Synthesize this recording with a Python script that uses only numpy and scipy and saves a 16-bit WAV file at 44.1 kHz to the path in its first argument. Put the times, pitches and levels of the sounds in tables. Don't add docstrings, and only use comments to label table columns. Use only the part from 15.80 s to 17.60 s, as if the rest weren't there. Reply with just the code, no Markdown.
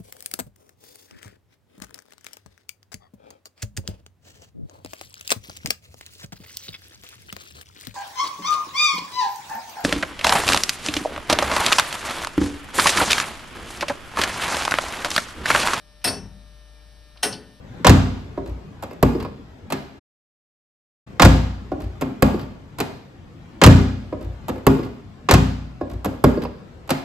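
import sys
import numpy as np
from scipy import signal
from scipy.fft import rfft, irfft
from scipy.io import wavfile
from scipy.ndimage import uniform_filter1d

SR = 44100
rng = np.random.default_rng(int(sys.argv[2]) if len(sys.argv) > 2 else 0)


def voltage_ratio(decibels):
    exponent = np.asarray(decibels, float) / 20
    return 10 ** exponent


def generate_wav(signal):
    frames = np.transpose(np.atleast_2d(signal))
    scaled = np.clip(frames, -1, 1) * 32767
    pcm = np.round(scaled).astype(np.int16)
    wavfile.write(sys.argv[1], SR, pcm)


N = 79380

# start in seconds, level in dB, brightest Hz,
# sharpness of that colour from 0 to 1.
ENTRY_CONTACTS = [
    (.2420, -18.5, 8900, 0),
    (.2460, -24, 4630, 0.4),
    (.2510, -23, 5240, .3),
    (.2770, -26, 4500, 0.33),
    (0.2844, -26.5, 3000, 0.24),
    (0.2573, -26.5, 4000, 0.6),
    (0.2724, -22.5, 1500, .6),
    (.3130, -38.5, 1200, 0.3),
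]
EXIT_CONTACTS = [
    (1.4267, -30.5, 9000, 0.7),
    (1.4304, -14, 3020, 0.1),
    (1.4400, -53, 1824, 0.9),
]
# frequency in Hz, rise in seconds.
FRAME_RISE = [(60, 0.053), (150, 0.04), (700, 0.00057), (3000, 0.00088), (15000, 0.00022)]
# frequency in Hz, level in dB.
PORT_DB = [(5900, -1.6), (6600, -10), (7300, -10), (8200, -1), (10000, -4.5), (11000, -12), (15000, -17.5)]


def read(points, hz):
    f, value = np.transpose(points)
    return np.interp(np.log(hz + 1), np.log(f + 1), value)


def evened(x):
    return x / np.sqrt(np.mean(x ** 2) + 1e-20)


def slow(rate_hz, count):
    knots = rng.standard_normal((count, 200))
    place = np.arange(N) * rate_hz / SR
    return np.array([np.interp(place, np.arange(200), k) for k in knots])


def drone():
    # time in seconds, pitch in Hz, level in dB.
    course = [(0, 50.9, -56.5), (.22, 49.84, -50.5), (.28, 50.8, -54), (.46, 52.1, -44), (.7, 52.03, -47),
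              (1.402, 54.14, -51), (1.8, 56, -58)]
    waver_db, side_db = -0.5, -8
    s, hz, db = np.transpose(course)
    t = np.arange(N) / SR
    level = voltage_ratio(np.interp(t, s, db) + waver_db * slow(10.2, count=1)[0])
    turns = np.cumsum(np.interp(t, s, hz)) / SR
    note = np.sqrt(2) * level * np.sin(2 * np.pi * turns)
    return note + voltage_ratio(side_db) * note * np.array([[1], [-1]])


def camera():
    # order, level in dB.
    orders = [(1, -3), (2, -10), (3, -12), (4, 0), (5, -14), (6, -14), (7, -15), (8, -11), (9, -12),
              (10, -22), (11, -10), (12, -3), (13, -21), (14, -23), (15, -16), (16, -13), (17, -16),
              (18, -17), (19, -17), (20, -8), (21, -17), (22, -17), (23, -14), (24, -9), (25, -17),
              (26, -9), (27, -18), (28, -13), (29, -17), (30, -14), (31, -20), (32, -10), (33, -13),
              (34, -17), (35, -13), (36, -8), (37, -18), (38, -17), (39, -23), (40, -11), (41, -27),
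              (42, -24)]
    # frequency in Hz, level in dB.
    gears = [(3365, -80), (3817, -76), (3910, -75), (4167, -79), (4387, -81)]
    drum_hz, drum_db, waver_db = 149.85, -63.5, 1.8
    most_turn = 0.7
    low_hz, top_hz, bearing_db = 1960, 9960, -93
    drum = [(k * drum_hz, db + drum_db) for k, db in orders[1:]]
    bearing = [(low_hz + u * (top_hz - low_hz), bearing_db + 0.63 * v)
               for u, v in rng.random((24, 2)) ** 0.5]
    lines = np.array(drum + list(gears) + bearing)
    first = len(drum) + len(gears)
    lines[first:, 1] += read(PORT_DB, lines[first:, 0])

    phase = 2 * np.pi * rng.random(len(lines))
    turn = most_turn * (2 * rng.random(len(lines)) - 1)
    angle = 2 * np.pi * np.outer(lines[:, 0], np.arange(N) / SR) + phase[:, None]
    angle = angle % (2 * np.pi)
    size = np.sqrt(2) * voltage_ratio(lines[:, 1:] + waver_db * slow(7.12, count=len(lines)))
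    middle = np.cos(turn) @ (size * np.sin(angle))
    side = np.sin(turn) @ (size * np.cos(angle))
    return middle + np.array([[1], [-1]]) * side


def hiss():
    # frequency in Hz, density in dB per Hz.
    colour = [(40, -5.5), (85, -4.5), (130, -4), (300, -17), (1000, -19), (2000, -24.5), (5500, -24),
              (15000, -20)]
    level_db, patch_db, swell_db = -53.5, 0.9, 0.6
    frames, hz = N // 256 + 5, np.fft.rfftfreq(1024, 1 / SR)
    draw = rng.standard_normal((5, 513, frames))
    patches = uniform_filter1d(draw[4], 12, 0)
    patches = evened(uniform_filter1d(patches, 14, 1))
    z = (draw[:2] + 1j * draw[2:4]) * voltage_ratio(read(colour, hz)[:, None] + patch_db * patches)
    noise = signal.istft(z, nperseg=1024, noverlap=768)[1][:, :N]
    return voltage_ratio(level_db + swell_db * slow(5.5, count=1)) * evened(noise)


def ticks():
    # start in seconds, level in dB, centre in Hz, width in octaves, 60 dB decay in seconds.
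    touches = [(0.216, -52.5, 2900, 0.87, 0.15), (.31, -37, 90, .2, 0.26), (.425, -38, 100, 0.29, 0.22),
               (1.599, -44.5, 262, 0.11, 0.24), (1.39, -52.5, 268, .2, 0.19),
               (1.357, -54.5, 980, 0.91, 0.26), (1.373, -41.5, 3350, 0.5, 0.035),
               (1.5268, -30, 5020, 0.26, 0.075), (1.529, -38.5, 3370, 0.39, 0.093),
               (1.538, -33, 3950, 1, 0.047), (1.55, -41.5, 4530, 0.077, 0.089)]
    rise_cycles = 1.7
    size = 8192
    out = np.zeros((2, N))
    t, f = np.arange(size) / SR, np.fft.rfftfreq(size, 1 / SR)
    for s, db, hz, width, t60 in touches:
        band = np.exp(-.5 * (np.log2((f + 1) / hz) / width) ** 2)
        noise = evened(irfft(rfft(rng.standard_normal((2, size))) * band))
        burst = noise * voltage_ratio(db - 60 * t / t60) * np.minimum(t * hz / rise_cycles, 1)
        part = out[:, round(s * SR):][:, :size]
        part += burst[:, :part.shape[1]]
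    return out


def ring(hz, db, t60):
    twin_off, twin_db = 0.005, -11
    t = (np.arange(SR // 2) / SR)[:, None]
    detune = twin_off * np.sqrt(3000 * hz) * (2 * rng.random(len(hz)) - 1)
    hz = np.append(hz, hz + detune)
    db, t60 = np.append(db, db + twin_db), np.append(t60, t60)
    shape = voltage_ratio(-60 * t / t60) * (1 - np.exp(-t / np.abs(read(FRAME_RISE, hz))))
    phases = rng.random(len(hz)) + np.array([[0], [1 / 4]])
    return np.array([(shape * np.sin(2 * np.pi * (hz * t + p))) @ voltage_ratio(db) for p in phases])


def frame(colour, count):
    # frequency in Hz, 60 dB decay in seconds.
    decay = [(60, 1), (160, 0.82), (420, 0.43), (1100, 0.28), (2900, 0.11), (5800, 0.17), (9000, 0.34),
             (14000, 0.13)]
    # centre in Hz, width in Hz, depth in dB.
    dips = [(5680, 110, -8), (8000, 90, -12), (7250, 220, -9), (10950, 130, -16), (11950, 200, -18),
            (13750, 90, -12)]
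    level_db, peaky_db, banded_db = 6, 2.5, 2.5
    crack_db, crack_t60, snap_db, snap_t60 = -2, 0.052, -1, 0.021
    size = SR // 2
    t, hz = np.arange(size) / SR, np.fft.rfftfreq(size, 1 / SR)
    peaks = evened(uniform_filter1d(rng.standard_normal(len(hz)), size=9))
    bands = evened(uniform_filter1d(rng.standard_normal(len(hz)), size=160))
    bands = banded_db * np.minimum(hz / 10000, 1) * bands
    for f, width, db in dips:
        bands = bands + db * np.exp(-.5 * ((hz - f) / width) ** 2)
    z = rfft(rng.standard_normal((2, size))) * voltage_ratio(level_db + read(colour, hz) + peaky_db * peaks + bands)

    place = np.log(np.clip(hz, 50, 16000) / 50) / np.log(16000 / 50) * (count - 1)
    out = 0
    for k, f in enumerate(np.geomspace(50, 16000, count)):
        shape = voltage_ratio(-60 * t / read(decay, f))
        if f > 1200:
            shape = shape + voltage_ratio(crack_db - 60 * t / crack_t60) + voltage_ratio(snap_db - 60 * t / snap_t60)
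        shape = shape * (1 - np.exp(-t / abs(read(FRAME_RISE, f))))
        out = out + shape * irfft(z * np.clip(1 - abs(place - k), 0, 1), size)
    return out


def blows(contacts):
    out, t = np.zeros(N), np.arange(64) / SR
    for s, db, hz, sharp in contacts:
        sharp = np.clip(sharp, 0, 1)
        resonance = np.cos(2 * np.pi * hz * t) * np.exp(-t * hz * 5.4) * np.sqrt(hz / 3000)
        click = sharp * 0.57 * resonance
        click[0] += 1 - sharp
        at = round(s * SR)
        out[at:at + 64] += voltage_ratio(db) * click
    return out


def beat(contacts, modes, modes_db, ring_db, colour):
    hz, t60 = np.transpose(modes)
    main_blow = np.zeros(N)
    main_blow[round(contacts[1][0] * SR)] = voltage_ratio(ring_db - 16.5)
    modes_db = np.array(modes_db) - read(PORT_DB, hz)
    wheel = signal.fftconvolve(main_blow[None], ring(hz, modes_db, t60), axes=1)
    iron = signal.fftconvolve(blows(contacts)[None], frame(colour, count=18), axes=1)
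    return (wheel + iron)[:, :N]


def entry_drop():
    # frequency in Hz, 60 dB decay in seconds.
    modes = [(92, .8), (197, .13), (268, .45), (388, .4), (429, .45), (697, .3), (759, .3), (931, .21),
             (1840, .11), (4081, .12), (5306, .18), (9470, .15), (11540, .17), (12540, .12)]
    modes_db = [-8, 5, -3.5, -11, -12, -6.5, -7.5, -10.5, -4.5, -2.5, 3.5, 5.5, -7.5, -8]
    # frequency in Hz, density in dB per Hz.
    colour = [(45, -31), (75, 0.5), (200, 1.5), (1000, -5.5), (2200, -7), (5200, -6), (9500, -7),
              (15000, -5)]
    return beat(ENTRY_CONTACTS, modes, modes_db, ring_db=-7.5, colour=colour)


def anchor():
    # frequency in Hz, 60 dB decay in seconds.
    modes = [(4497, .175), (5308, .15), (5438, .42), (5925, .4), (6318, .35), (8430, .18), (8538, .25),
             (8815, .24), (9300, .2), (9440, .15), (9943, .15), (10535, .13)]
    # level of every mode in dB, for one pallet.
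    modes_db = [
        [-23, -27, -31, -35, -42, -26, -37, -31, -38, -29, -25, -25],
        [-31, -45, -30, -37, -32, -40, -25, -27, -26, -26, -33, -35],
    ]
    muted_s = [.46, 1.527]
    muting_db_per_s = [100, 300]
    hz, t60 = np.transpose(modes)
    starts = ENTRY_CONTACTS[3][0], EXIT_CONTACTS[1][0]
    out, t = 0, np.arange(N) / SR
    for s, db, mute_s, mute_db in zip(starts, modes_db, muted_s, muting_db_per_s):
        sound = np.pad(ring(hz, np.array(db), t60), ((0, 0), (round(s * SR), N)))[:, :N]
        out = out + sound * voltage_ratio(-mute_db * np.maximum(t - mute_s, 0))
    return out


def room(pair):
    # frequency in Hz, 60 dB decay in seconds.
    decay = [(100, 0.14), (500, 0.51), (2000, 0.44), (8000, 0.21)]
    size = SR // 2
    taps = rng.choice([-1., 1.], (2, size)) * (rng.random((2, size)) < .06)
    taps[:, :200] = 0
    hz, t, z = signal.stft(taps, SR, nperseg=256)
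    tail = signal.istft(z * voltage_ratio(-60 * t / read(decay, hz)[:, None]), SR, nperseg=256)[1]
    return signal.fftconvolve(pair, tail / np.linalg.norm(tail[0]), axes=1)[:, :N]


def squeaks():
    # start in seconds, level in dB, pitch in Hz, 60 dB decay in seconds.
    chirps = [
        (.955, -60, 2350, .08),
        (.995, -59, 2350, .08),
    ]
    out, t = np.zeros(N), np.arange(N) / SR
    for s, db, hz, t60 in chirps:
        u = np.maximum(t - s, 0)
        out += voltage_ratio(db - 60 * u / t60) * np.minimum(u / 0.001, 1) * np.sin(2 * np.pi * hz * u)
    return out


def exit_drop():
    # frequency in Hz, 60 dB decay in seconds.
    modes = [(267, .7), (428, .28), (701, .22), (754, .33), (1118, .42), (1492, .21), (1735, .25),
             (2665, .11), (2772, .12), (3082, .1), (3252, .1), (5283, .2), (5716, .09), (11580, .2)]
    modes_db = [-5.5, 0.5, -2, -4, -32, 0.5, -6, -3, 0, 7, -0.5, -1.5, -2, -12]
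    # frequency in Hz, density in dB per Hz.
    colour = [(45, -26), (70, -4), (400, -3), (1150, -8), (3000, -6), (5300, -7.5), (9000, -7), (15000, -6)]
    return beat(EXIT_CONTACTS, modes, modes_db, ring_db=-10.5, colour=colour)


def ports(pair, same):
    # frequency in Hz, left over right in dB.
    left_db = [(60, 6.0), (180, 5.0), (550, 3.5), (1650, 2.0), (4970, 1.0), (15000, 1.5)]
    hz = np.fft.rfftfreq(N, 1 / SR)
    a, b = rfft(pair, axis=1) * voltage_ratio(read(PORT_DB, hz))
    c = np.clip(read(same, hz), -1, 1)
    lean = voltage_ratio(read(left_db, hz) / 2)
    left = a * lean
    right = (c * a + np.sqrt(1 - c ** 2) * b) / lean
    return irfft(np.array([left, right]), N, axis=1)


def scene():
    # frequency in Hz, correlation from -1 to 1.
    blow_same = [(100, .98), (2000, .94), (6700, .95), (7400, -.7), (8300, -.6), (9200, .45), (11500, .3),
                 (13500, .85)]
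    # frequency in Hz, correlation from -1 to 1.
    hiss_same = [(60, .97), (300, .55), (1400, .6), (5800, .6), (6600, -.75), (7600, -.85), (8300, -.55),
                 (9500, -.3), (11000, 0.01)]
    room_db = -10.5
    clock = ticks() + entry_drop() + anchor() + squeaks() + exit_drop()
    near = ports(clock + voltage_ratio(room_db) * room(clock), blow_same)
    return near + ports(hiss(), hiss_same) + drone() + camera()


def top_cut(x):
    return signal.sosfilt(signal.butter(12, 16420, fs=SR, output="sos"), x)


def record(dry):
    # frequency in Hz, level in dB.
    top_edge = [(15150, 0), (15450, -24), (16300, -30), (16450, -70)]
    limit = 0.75
    soft = limit * np.tanh(dry / limit)
    edge = voltage_ratio(read(top_edge, np.fft.rfftfreq(N, 1 / SR)))
    mix = irfft(rfft(soft, axis=1) * edge, N, axis=1)
    return top_cut(mix)


dry = scene()
out = record(dry)
generate_wav(out)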